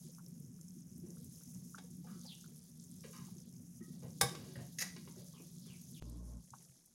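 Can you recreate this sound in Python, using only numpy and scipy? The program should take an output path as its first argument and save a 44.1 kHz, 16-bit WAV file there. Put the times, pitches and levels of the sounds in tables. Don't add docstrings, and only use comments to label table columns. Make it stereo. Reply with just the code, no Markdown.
import sys
import numpy as np
from scipy import signal
from scipy.fft import rfft, irfft, next_fast_len
from scipy.io import wavfile
from scipy.ndimage import uniform_filter1d

SR = 44100
rng = np.random.default_rng(int(sys.argv[2]) if len(sys.argv) > 2 else 0)


def bounce(signal):
    frames = np.transpose(np.atleast_2d(signal))
    limited = np.clip(frames, -1, 1)
    pcm = np.round(limited * 32767).astype(np.int16)
    wavfile.write(sys.argv[1], SR, pcm)


N = 306054

# (s, dB)
BOIL = [(0.0, -62), (0.45, -58), (0.6, -61.5), (0.8, -57.5), (0.9, -65), (1.02, -56.5), (1.28, -59), (1.42, -66), (1.48, -56), (1.73, -62), (1.98, -55.5), (2.3, -59.5), (2.4, -65.5), (2.47, -58.5),
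        (2.66, -63.5), (2.9, -58), (3.0, -61.5), (3.25, -60), (3.68, -61), (4.25, -57), (4.75, -59.5), (5.5, -61), (6.38, -57.5), (6.7, -70), (6.94, -78)]
# (s, dB)
FOAM = [(0.0, -68), (0.42, -72), (1.7, -66.5), (1.95, -71.5), (2.3, -67), (2.75, -69.5), (3.15, -67), (3.72, -71.5), (4.2, -69), (5.93, -67.5),
        (6.3, -67.5), (6.6, -66), (6.94, -71.5)]
# (Hz, dB per Hz)
RUMBLE = [(30, -39), (55, -28.5), (85, -10.5), (115, -10.5), (140, -1), (178, 4.5), (203, -8.5), (235, -0.5), (275, -16.5), (330, -35), (600, -47.5), (1200, -84)]
FIZZ = [(1470, -51), (2500, -22), (3400, -23.5), (4500, -19.5), (5270, -3), (6500, 1.5), (7830, -7), (10200, -1.5), (11600, -4), (15200, -16), (16000, -6.5)]
FLAME = [(25, 15.5), (60, 19.5), (300, 7.5), (700, 2.5), (1500, -1), (3000, -3.5), (8000, -11.5), (16000, -13)]
# (Hz, dB per Hz)
CLANK = [(50, -33), (130, -16), (290, -5), (480, -9.5), (650, -9.5), (1100, -15), (1450, -11), (2150, -11.5), (2900, -13), (3400, -7), (3800, -3.5), (4150, -15.5), (4900, -5), (7700, -8.5), (10500, -8.5), (16000, -18)]
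CLATTER = [(240, -56), (400, -36), (512, -8.5), (742, -35), (949, -32), (994, -25), (1930, 2), (2290, -8.5),
           (3120, -13), (6440, 3), (7750, -14), (10500, -3.5), (16000, -7.5)]
# (s, peak dB, pitch Hz)
TICKS = [(0.1486, -47.5, 6400), (0.2633, -44.5, 5560), (0.2833, -49, 10600), (0.399, -51.5, 9800), (0.612, -42.5, 7300), (0.682, -47, 6550), (0.7063, -50, 6500), (0.9622, -54, 6100), (0.9792, -48, 11300), (1.1044, -45, 6700), (1.2441, -44.5, 9900),
         (1.3219, -52, 6600), (1.3568, -48, 5780), (1.5469, -43.5, 6600), (1.7509, -43.5, 6800), (1.9116, -49, 6600), (2.213, -43.5, 6500), (2.3511, -46, 6500),
         (2.4106, -43.5, 6550), (2.4229, -50, 6550), (2.5681, -51, 10100), (2.798, -47, 5830), (2.8389, -47, 7000), (2.9133, -46.5, 8800), (3.0071, -46.5, 6600), (3.1662, -48, 5570), (3.3827, -49, 6200),
         (4.0028, -54, 6630), (4.1046, -49, 6230), (4.185, -47, 7000), (4.964, -44, 5440), (5.1111, -51, 6310), (5.2837, -48.5, 6150), (5.3291, -49, 6160),
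         (5.5835, -48.5, 6700), (5.8165, -48, 10150), (6.0973, -42.5, 9430), (6.5044, -39, 6050), (6.585, -46, 5750), (6.628, -45, 10700), (6.65, -45, 5560), (6.859, -44.5, 10170)]
# (s, peak dB, pitch Hz)
PLOPS = [(0.184, -57.5, 1170), (0.193, -61.5, 1250), (0.203, -66, 1020), (0.589, -74.5, 1260), (1.169, -68, 1300), (1.41, -69.5, 1300), (1.746, -47, 1356),
         (1.782, -55, 1570), (2.442, -63.5, 1430), (2.46, -69, 1370), (3.286, -63, 905), (4.054, -57, 714), (5.078, -71, 1060), (6.537, -40.5, 1066), (6.61, -67, 880)]
# (s, length s, thud dB, note Hz, note dB, scrape dB)
SCUFFS = [(1.034, 0.13, -70, 453, -71, -78), (1.777, 0.0045, -63, 780, -68, -56), (1.789, 0.015, -62, 760, -64, -63), (2.043, 0.02, -65.5, 784, -66.5, -71), (2.068, 0.085, -68, 1310, -64.5, -67.5),
          (2.246, 0.016, -74, 800, -62, -67), (3.037, 0.026, -66, 480, -55.5, -52.5), (3.129, 0.11, -79, 1110, -65.5, -59.5),
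          (3.801, 0.015, -74, 370, -67, -79), (3.923, 0.14, -69, 460, -79, -84), (4.024, 0.065, -54.5, 684, -78, -65),
          (4.298, 0.24, -58.5, 1120, -91, -60.5), (4.555, 0.011, -51.5, 1790, -55, -54.5), (4.584, 0.048, -55, 637, -62.5, -59.5), (4.81, 0.033, -65, 740, -57.5, -47),
          (4.962, 0.01, -54.5, 970, -83, -47.5), (5.074, 0.012, -58, 1060, -63, -57), (5.16, 0.1, -69, 557, -68.5, -71), (5.336, 0.038, -75, 1060, -68.5, -87), (5.399, 0.018, -56.5, 725, -72, -89),
          (5.657, 0.099, -70, 1110, -93, -69)]
# (s, peak dB, brightness Hz, decay of the contact s)
SPOON_HITS = [(1.7825, -48.5, 6100, 0.0071), (4.209, -38, 9000, .003), (4.211, -22, 14000, 0.0029), (4.2124, -19.5, 15000, 0.0025), (4.2175, -22, 12000, 0.0015), (4.2313, -25, 1200, 0.0063), (4.2376, -26.5, 1004, 0.0045),
              (4.289, -40.5, 5000, 0.0057), (4.35, -42, 4500, 0.0079)]
# (s, peak dB, brightness Hz, decay of the contact s)
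UTENSIL_HITS = [(4.785, -35, 9350, 0.0053), (4.792, -33.5, 12900, 0.0025), (4.803, -36.5, 9980, 0.0061), (4.810, -37.5, 14000, 0.011), (4.816, -41, 14300, 0.0064), (4.8215, -29.5, 8900, 0.0057)]
# (Hz, t60 s, dB)
SPOON_MODES = [(263, .08, -10), (480, 0.14, -6), (794, 0.16, -5.5), (1100, .13, -4), (1130, 0.092, -12), (1136, 0.095, 1), (1579, 0.12, -7), (1914, 0.089, -7.5), (2220, 0.15, -6.5),
               (3180, 0.13, -16), (3640, 0.13, -9), (3674, 0.23, -16.5), (3920, .17, -15), (4260, 0.075, -12.5), (4740, 0.14, -15), (4930, .18, -14), (5170, 0.13, -11.5), (5346, 0.18, -7.5), (5620, .16, -20), (6550, 0.1, -6.5), (7670, 0.11, -10.5), (8000, 0.15, -14.5),
               (8670, 0.12, 1), (8970, .16, -7), (9350, .12, -13.5), (10150, 0.081, -5.5), (10225, 0.24, 0.5), (11250, 0.12, -7.5), (11200, 0.17, -10), (11740, .12, -8.5), (14145, .09, -3.5), (15230, .13, -7.5)]
# (Hz, t60 s, dB)
UTENSIL_MODES = [(760, 0.16, -23), (1950, 0.37, -11), (1974, 0.29, -6), (2150, 0.18, -9), (2616, 0.041, 2.5), (3910, 0.15, -5), (4985, 0.09, 1), (5450, 0.069, 1.5), (6010, 0.061, -10), (6600, 0.085, 6.5), (7080, 0.057, 1),
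                 (7220, 0.14, -8), (8980, 0.32, -1.5), (9700, .12, -3), (10500, .17, -3.5), (11100, 0.21, 1), (11600, .1, -4.5), (13200, .12, -13), (14700, .1, -11)]
# (s, length s, start Hz, end Hz, level dB)
CHIRPS = [(2.253, 0.09, 5450, 2864, -58.5), (5.324, 0.094, 3770, 2390, -73.5), (5.659, 0.11, 3800, 2310, -71), (5.937, 0.075, 4010, 2595, -67.5)]
# (multiple, dB)
BUZZ_PARTIALS = [(1, -0.5), (2, -8.5), (3, -18), (4, -16.5), (5, -24)]
BUZZ_RATTLE = [(385, 190, -18.5), (575, 16, -28.5), (800, 74, -33), (1060, 19, -30)]   # (Hz, half width Hz, dB)
BUZZ_HZ, BUZZ_CLICK_S = 58.5, 6.024
KITCHEN_T60_S = 0.33
CUTOFF_HZ = 15900
TIME = np.arange(N) / SR
BLUB_COLOUR = [(150, -23), (280, 4), (360, 2), (470, -4.5), (600, -11.5), (800, -22.5), (1500, -48), (4000, -74.5)]
# (Hz, width Hz, dB)
DISH_MODES = [(1080, 190, -4), (1641, 130, -3.5), (1934, 65, -7), (2187, 220, -3.5), (2920, 320, -4), (3800, 110, -4), (4700, 320, -4.5)]
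# (s, level dB)
BUMPS = [(2.155, -79), (3.214, -61.5), (4.04, -54), (4.089, -58), (4.213, -53), (4.226, -45), (4.569, -51.5), (4.61, -52), (5.187, -60.5), (5.692, -60), (6.514, -57.5), (6.69, -63.5)]
# (s, peak dB, pitch Hz)
GLUGS = [(0.04, -52, 157), (0.047, -59, 348), (0.09, -65, 495), (0.4, -51, 173), (0.762, -62, 340), (0.766, -52, 220.7), (1.035, -50, 338), (1.041, -55, 184), (1.093, -55.5, 330), (1.17, -57, 199), (1.2, -67, 480),
         (1.47, -52, 228), (1.554, -46.5, 177.4), (1.649, -53.5, 234), (1.814, -55, 169), (1.84, -61, 476), (1.929, -56, 236), (2.047, -64, 495), (2.111, -47.5, 192), (2.246, -61, 514), (2.852, -57, 200),
         (3.038, -66, 501), (3.048, -51.5, 440), (3.097, -60, 430), (3.313, -53.5, 196), (3.358, -59, 346), (3.455, -58.5, 212), (3.804, -46.5, 217.5), (3.808, -53.5, 330), (3.878, -58.5, 343), (3.894, -52.5, 231),
         (4.341, -56, 172), (4.523, -51, 149.6), (4.56, -55, 550), (4.6, -58, 308), (4.845, -51, 170), (4.979, -52.5, 213), (5.079, -61, 397), (5.096, -56, 207), (5.17, -55, 362), (5.188, -69, 510), (5.213, -66, 447), (5.666, -64, 402), (5.795, -58.5, 163.5), (5.937, -55.5, 148), (6.068, -52, 298)]
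SURGES_PER_S, SURGE_DB = 14, 1.36
BLUBS_DB, BLUBS_FOLLOW, BLUBS_SURGE_DB = -80.5, 0.24, 0.5
SMALL_TICKS_PER_S, SMALL_TICK_DB, SMALL_TICK_SPREAD_DB = 13, 12.5, 1
SMALL_TICK_HZ, SMALL_TICK_SPREAD_OCTAVES = 7640, 0.51
# (Hz, t60 s, dB)
WORKTOP_MODES = [(73.4, .12, -16.5), (111.5, 0.089, -8), (132.5, 0.27, 5.5), (163, 0.17, 1)]
BUZZ_START_S, BUZZ_ATTACK_S, BUZZ_STOP_S, BUZZ_RELEASE_S, BUZZ_DB = 6.004, 0.014, 6.375, 0.022, -50.5
DIP_S, DIP_RECOVERY_S, DIP_DB = 5.999, .02, -20
TICK_DECAY_S = 0.00095
TICK_DB = -3
CLINK_S, CLINK_MODES = 3.808, [(1270, .25, -75), (1310, 0.17, -79), (1870, 0.072, -77), (1900, 0.092, -66.5), (1900, .09, -82)]
# (s, dB)
SIZZLE = [(0, -83), (.11, -81), (.2, -100), (.33, -87.5), (.5, -101.5), (.78, -88), (.95, -99), (1.24, -83.5), (1.5, -84), (1.68, -86), (1.97, -91), (2.2, -77),
          (2.7, -84), (3.0, -83), (3.25, -77), (3.45, -82), (3.75, -101), (3.92, -76), (4.1, -80), (4.5, -74.5), (5.2, -76), (5.4, -77), (5.9, -78.5), (6.15, -74), (6.26, -84.5), (6.55, -79.5), (6.94, -86)]
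SIZZLE_COLOUR = [(2600, -28.5), (3300, -4), (3700, -4.5), (4300, -2.5), (4900, 1), (5600, -6.5), (7000, -43)]
# (s, dB)
CRACKLE = [(0, -84), (.3, -96), (.5, -99), (.95, -99), (1.1, -101), (1.42, -86.5), (1.6, -89), (1.95, -107), (2.4, -87.5), (2.9, -95.5), (3.4, -85), (3.7, -92.5),
           (5.2, -85), (5.9, -89.5), (6.15, -86), (6.6, -81), (6.94, -86.5)]
CRACKLE_COLOUR = [(400, 9), (800, -1), (1300, -5.5), (2200, -5.5), (3200, -5.5), (4500, -10)]
GLUG_DB, GLUG_SWELL_CYCLES = -3.5, 2.6
SMALL_GLUGS_PER_S, SMALL_GLUG_LOW_HZ, SMALL_GLUG_HIGH_HZ = 14, 220.7, 473
SMALL_GLUG_DB, SMALL_GLUG_DB_PER_OCTAVE, SMALL_GLUG_SPREAD_DB = 1, -14.5, -0.5
CONTACT_ATTACK_S = .0007
BUZZ_WAVER_DB, BUZZ_WAVERS_PER_S = 2.5, 12
CHIRP_RASP = 1.0
FIZZ_DULL_HZ = 12400
FOAM_SWELL_DB = 1.2


def from_db(db):
    return 10 ** (np.asarray(db) / 20)


def rms_one(x):
    return x / np.sqrt(np.mean(x ** 2) + 1e-20)


def level(rows):
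    return from_db(np.interp(TIME, *np.transpose(rows)))


def colour(x, spectrum):
    half, (hz, db) = next_fast_len(N // 2 + SR // 10), np.transpose(spectrum)
    gain = rms_one(from_db(np.interp(np.log(np.linspace(1, SR / 2, half + 1)), np.log(hz), db)))
    cepstrum = irfft(np.log(gain))
    cepstrum[1:half] *= 2
    cepstrum[half + 1:] = 0
    return irfft(rfft(x, 2 * half) * np.exp(rfft(cepstrum)))[:N]


def band(x, low_hz, high_hz):
    edges = np.clip([low_hz, high_hz], 10, .45 * SR)
    return signal.sosfilt(signal.butter(2, edges, "band", fs=SR, output="sos"), x + 1e-18) * np.sqrt(SR / 2 / (edges[1] - edges[0]))


def drift(rate):
    knots = rng.standard_normal(int(rate * N / SR) + 2)
    return rms_one(np.interp(TIME * rate, np.arange(len(knots)), knots))


def ring(clicks, hz, t60):
    r, w = np.exp(-np.log(1000) / (t60 * SR)), 2 * np.pi * hz / SR
    return signal.lfilter([0, np.sin(w)], [1, -2 * r * np.cos(w), r * r], clicks + 1e-18)


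def add(track, s, sound):
    at = round(s * SR)
    track[at:at + len(sound)] += sound[:N - at]


def diffuse(x, t60):
    t = TIME[TIME < t60]
    tail = rng.standard_normal(len(t)) * np.exp(-np.log(1000) * t / t60)
    return signal.oaconvolve(x, tail / np.linalg.norm(tail))[:N]


def bubbles(per_s, low_hz, high_hz, cycles, spread_db, clump_db, count=24):
    born = np.flatnonzero(rng.random(N) < per_s * from_db(clump_db * drift(25)) / SR)
    sizes = from_db(spread_db * np.minimum(rng.exponential(1, N), 4.5)) * rng.choice([-1, 1], N)
    dealt, out = rng.integers(0, count, N), np.zeros(N)
    for k, hz in enumerate(np.geomspace(low_hz, min(high_hz, .45 * SR), count)):
        clicks = np.zeros(N)
        clicks[born] = sizes[born] * (dealt[born] == k)
        out += hz * ring(clicks, hz, cycles / hz)
    return rms_one(out)


def rolling_boil(pan_hz=179, pan_width_hz=12, churn_db=3):
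    vigour, surge = level(BOIL), drift(SURGES_PER_S)
    churn = colour(bubbles(per_s=520, low_hz=70.8, high_hz=330, cycles=16.1, spread_db=2, clump_db=2, count=30), RUMBLE)
    churn = churn + from_db(-5.0) * signal.lfilter(*signal.iirpeak(pan_hz, pan_hz / pan_width_hz, fs=SR), churn)
    churn = churn / np.sqrt(uniform_filter1d(churn ** 2, size=2400) + 1e-12)
    blubs = colour(bubbles(per_s=330, low_hz=268.5, high_hz=773, cycles=85, spread_db=3.5, clump_db=2.5), BLUB_COLOUR)
    blub_gain = from_db(BLUBS_DB + BLUBS_SURGE_DB * drift(SURGES_PER_S)) * (vigour / vigour.mean()) ** BLUBS_FOLLOW
    return from_db(SURGE_DB * surge) * (vigour * churn + blub_gain * rms_one(blubs))


def foam():
    grains = bubbles(per_s=1900, low_hz=4680, high_hz=15000, cycles=20, spread_db=4.5, clump_db=2.5)
    grains = signal.sosfilt(signal.butter(4, 4200, "high", fs=SR, output="sos"), grains)
    hiss = from_db(2.0) * rng.standard_normal(N) * from_db(2.0 * drift(45) + FOAM_SWELL_DB * drift(6.5))
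    fizz = rms_one(colour(grains + hiss, FIZZ))
    dull = signal.sosfilt(signal.butter(2, min(FIZZ_DULL_HZ, .45 * SR), fs=SR, output="sos"), fizz)
    return level(FOAM) * np.where(TIME < DIP_S, fizz, dull)


def ticks(snap_db=-3, ring_db=-5, attack_s=0.0005, low_share=0.82, high_share=1.3):
    out, t = np.zeros(N), TIME[:700]
    shape = (1 - np.exp(-t / attack_s)) * np.exp(-t / TICK_DECAY_S)
    for s, db, hz in list(TICKS) + small_ticks():
        crack = shape * (from_db(snap_db) * band(rng.standard_normal(len(t)), hz * low_share, hz * high_share) + from_db(ring_db) * np.sin(2 * np.pi * hz * t))
        add(out, s, from_db(db + TICK_DB) * crack * np.linalg.norm(shape) / np.linalg.norm(crack))
    return signal.sosfilt(signal.butter(6, 4400, "high", fs=SR, output="sos"), out + 1e-18)


def plops(swell_s=0.0014, close_s=0.00057, rise_per_s=45, wet_db=-19, wet_s=0.014):
    out, t = np.zeros(N), TIME[:3000] - TIME[350]
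    for s, db, hz in PLOPS:
        phase = 2 * np.pi * np.cumsum(hz * np.exp(rise_per_s * np.minimum(t, .004))) / SR
        shape = 1.74 / (np.exp(-t / swell_s) + np.exp(t / close_s))
        splash = band(rng.standard_normal(len(t)), hz * 0.72, hz * 1.12) * (t > 0) * np.exp(-np.abs(t) / wet_s)
        add(out, s - .0062, from_db(db) * (shape * np.sin(phase) + from_db(wet_db) * splash))
    return out


def scuffs():
    out, t = np.zeros(N), TIME[:SR // 2]
    for s, length, thud_db, note_hz, note_db, scrape_db in SCUFFS:
        grit = rng.standard_normal((3, len(t))) * np.exp(-(t / length) ** 2)
        thud = from_db(thud_db) * band(grit[0], 240, 473)
        note = from_db(note_db) * band(grit[1], note_hz * 0.894, note_hz * 1.13)
        scrape = sum((-1) ** k * from_db(db + scrape_db - 9.0) * resonate(grit[2], hz, width) for k, (hz, width, db) in enumerate(DISH_MODES))
        add(out, s, thud + note + scrape)
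    return from_db(-6.5) * out + from_db(-7.5) * diffuse(out, KITCHEN_T60_S)


def struck_metal(hits, modes, spectrum, crack_db, ring_db, wash_db, wash_t60, room_db):
    cracks, clicks, t = np.zeros(N), np.zeros(N), TIME[:3000]
    for s, db, bright_hz, crack_s in hits:
        soft = signal.butter(2, min(bright_hz, .45 * SR), fs=SR)
        add(cracks, s, from_db(db) * signal.lfilter(*soft, rng.standard_normal(len(t)) * (1 - np.exp(-t / CONTACT_ATTACK_S)) * np.exp(-t / crack_s)))
        add(clicks, s, from_db(db) * signal.lfilter(*soft, t == 0))
    cracks = colour(cracks, spectrum)
    rings = sum((-1) ** k * from_db(db + ring_db) * ring(clicks, hz, t60) for k, (hz, t60, db) in enumerate(modes))
    near = from_db(crack_db) * cracks + rings + from_db(wash_db) * diffuse(cracks, wash_t60)
    walls = signal.sosfilt(signal.butter(2, 7500, fs=SR, output="sos"), near)
    return near + from_db(room_db) * diffuse(walls, KITCHEN_T60_S)


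def chirps(rough=0.038, direct_db=-0.5, room_db=-2.5):
    out = np.zeros(N)
    for s, length, start_hz, end_hz, db in CHIRPS:
        u = np.minimum(TIME[:SR // 5] / length, 1)
        hz = (end_hz + (start_hz - end_hz) * (1 - u) ** 1.6) * (1 + rough * band(rng.standard_normal(len(u)), 50, 390))
        rasp = rms_one(1 + CHIRP_RASP * band(rng.standard_normal(len(u)), 30, 270))
        add(out, s, from_db(db) * rasp * np.sqrt(np.abs(np.sin(np.pi * u ** 0.85))) * np.sin(2 * np.pi * np.cumsum(hz) / SR))
    return from_db(direct_db) * out + from_db(room_db) * diffuse(out, t60=0.38)


def buzz():
    phase = 2 * np.pi * BUZZ_HZ * TIME
    hum = sum(np.sqrt(2) * from_db(db + BUZZ_WAVER_DB * np.log2(2 * k) / 2 * drift(BUZZ_WAVERS_PER_S)) * np.sin(k * phase + rng.uniform(0, 2 * np.pi)) for k, db in BUZZ_PARTIALS)
    grit = rng.standard_normal(N) * (1 + 0.28 * np.sin(phase))
    rattle = sum(from_db(db) * band(grit, hz - width, hz + width) for hz, width, db in BUZZ_RATTLE)
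    envelope = np.clip((TIME - BUZZ_START_S) / BUZZ_ATTACK_S, 0, 1) * np.exp(-np.maximum(TIME - BUZZ_STOP_S, 0) / BUZZ_RELEASE_S)
    out = from_db(BUZZ_DB) * envelope * (hum + rattle)
    add(out, BUZZ_CLICK_S, -from_db(-38) * np.exp(-TIME[:900] / 0.0023))
    return out


def resonate(x, hz, width_hz):
    return signal.lfilter(*signal.iirpeak(hz, hz / width_hz, fs=SR), x + 1e-18) * np.sqrt(SR / (np.pi * width_hz))


def spread(x, side_db, top_db):
    size = next_fast_len(N + SR // 10)
    hz = np.linspace(0, SR / 2, size // 2 + 1)
    depth = from_db(np.interp(hz, [3900, 4400, 11500, 13500], [-80, side_db, side_db, top_db]))
    side = irfft(1j * depth * rfft(x, size), size)[:N] * np.tanh(2 * drift(200))
    return x + side * np.array([[1], [-1]])


def bumps():
    pushes = np.zeros(N)
    for s, db in BUMPS:
        add(pushes, s, from_db([db]))
    thuds = sum(from_db(db) * ring(pushes, hz, t60) for hz, t60, db in WORKTOP_MODES)
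    return signal.sosfilt(signal.butter(3, [72, 180], "band", fs=SR, output="sos"), thuds)


def glugs(rise_per_s=0.8):
    out, t = np.zeros(N), TIME[:SR // 6]
    for s, db, hz in list(GLUGS) + small_glugs():
        age = t * hz / GLUG_SWELL_CYCLES
        add(out, s, from_db(db + GLUG_DB) * age * np.exp(1 - age) * np.sin(2 * np.pi * hz * t * (1 + rise_per_s * t)))
    return out


def small_ticks():
    chance = rng.standard_normal((200, 2))
    times = np.cumsum(rng.exponential(1 / SMALL_TICKS_PER_S, len(chance)))
    db = np.interp(times, *np.transpose(FOAM)) + SMALL_TICK_DB + SMALL_TICK_SPREAD_DB * chance[:, 0]
    hz = SMALL_TICK_HZ * 2 ** (SMALL_TICK_SPREAD_OCTAVES * chance[:, 1])
    return list(np.transpose([times, db, hz])[times < TIME[-1]])


def dip(before_db=5):
    recovered = np.clip((TIME - DIP_S) / DIP_RECOVERY_S, 0, 1)
    return from_db(np.where(TIME < DIP_S, before_db, DIP_DB * (1 - recovered)))


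def clink():
    touch = np.zeros(N)
    add(touch, CLINK_S, [1])
    rings = sum(from_db(db) * ring(touch, hz, t60) for hz, t60, db in CLINK_MODES)
    return from_db(-10.0) * rings + from_db(-2.5) * diffuse(rings, KITCHEN_T60_S)


def sizzle(hiss_db=-3, spurt_db=2):
    grains = bubbles(per_s=970, low_hz=3030, high_hz=5420, cycles=25, spread_db=1.0, clump_db=4.5, count=12)
    hiss = from_db(hiss_db) * band(rng.standard_normal(N), 3000, 6000) / np.sqrt(2)
    return level(SIZZLE) * rms_one(colour(grains + hiss, SIZZLE_COLOUR) * from_db(spurt_db * drift(22)))


def crackle():
    grains = bubbles(per_s=130, low_hz=520, high_hz=3600, cycles=18, spread_db=1.0, clump_db=5.0, count=18)
    return level(CRACKLE) * rms_one(colour(grains, CRACKLE_COLOUR))


def small_glugs():
    chance = rng.random((200, 3))
    times = np.cumsum(-np.log(1 - chance[:, 0]) / SMALL_GLUGS_PER_S)
    octaves = chance[:, 1] * np.log2(SMALL_GLUG_HIGH_HZ / SMALL_GLUG_LOW_HZ)
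    db = np.interp(times, *np.transpose(BOIL)) + SMALL_GLUG_DB + SMALL_GLUG_DB_PER_OCTAVE * octaves + SMALL_GLUG_SPREAD_DB * (2 * chance[:, 2] - 1)
    return list(np.transpose([times, db, SMALL_GLUG_LOW_HZ * 2 ** octaves])[times < TIME[-1]])


def scene():
    pops = ticks() + plops()
    pan = rolling_boil() + glugs() + foam() + sizzle() + crackle() + pops + from_db(-4.0) * diffuse(pops, t60=0.026)
    spoon = struck_metal(SPOON_HITS, SPOON_MODES, CLANK, crack_db=-4.5, ring_db=-19.0, wash_db=-13.5, wash_t60=0.39, room_db=-9.0)
    utensil = struck_metal(UTENSIL_HITS, UTENSIL_MODES, CLATTER, crack_db=-3.0, ring_db=-22.0, wash_db=-13.5, wash_t60=0.35, room_db=-7.0)
    flame = from_db(-83.5) * colour(rng.standard_normal(N), FLAME)
    close = spread(pan, side_db=-32.5, top_db=-4.5) + spread(spoon, side_db=-10, top_db=-0.5) + spread(utensil, side_db=-22, top_db=0)
    return (close + scuffs() + clink() + bumps() + chirps() + buzz() + flame) * dip()


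def record(dry):
    return signal.sosfilt(signal.ellip(12, .1, 80, CUTOFF_HZ, fs=SR, output="sos"), dry)


dry = scene()
out = record(dry)
bounce(out)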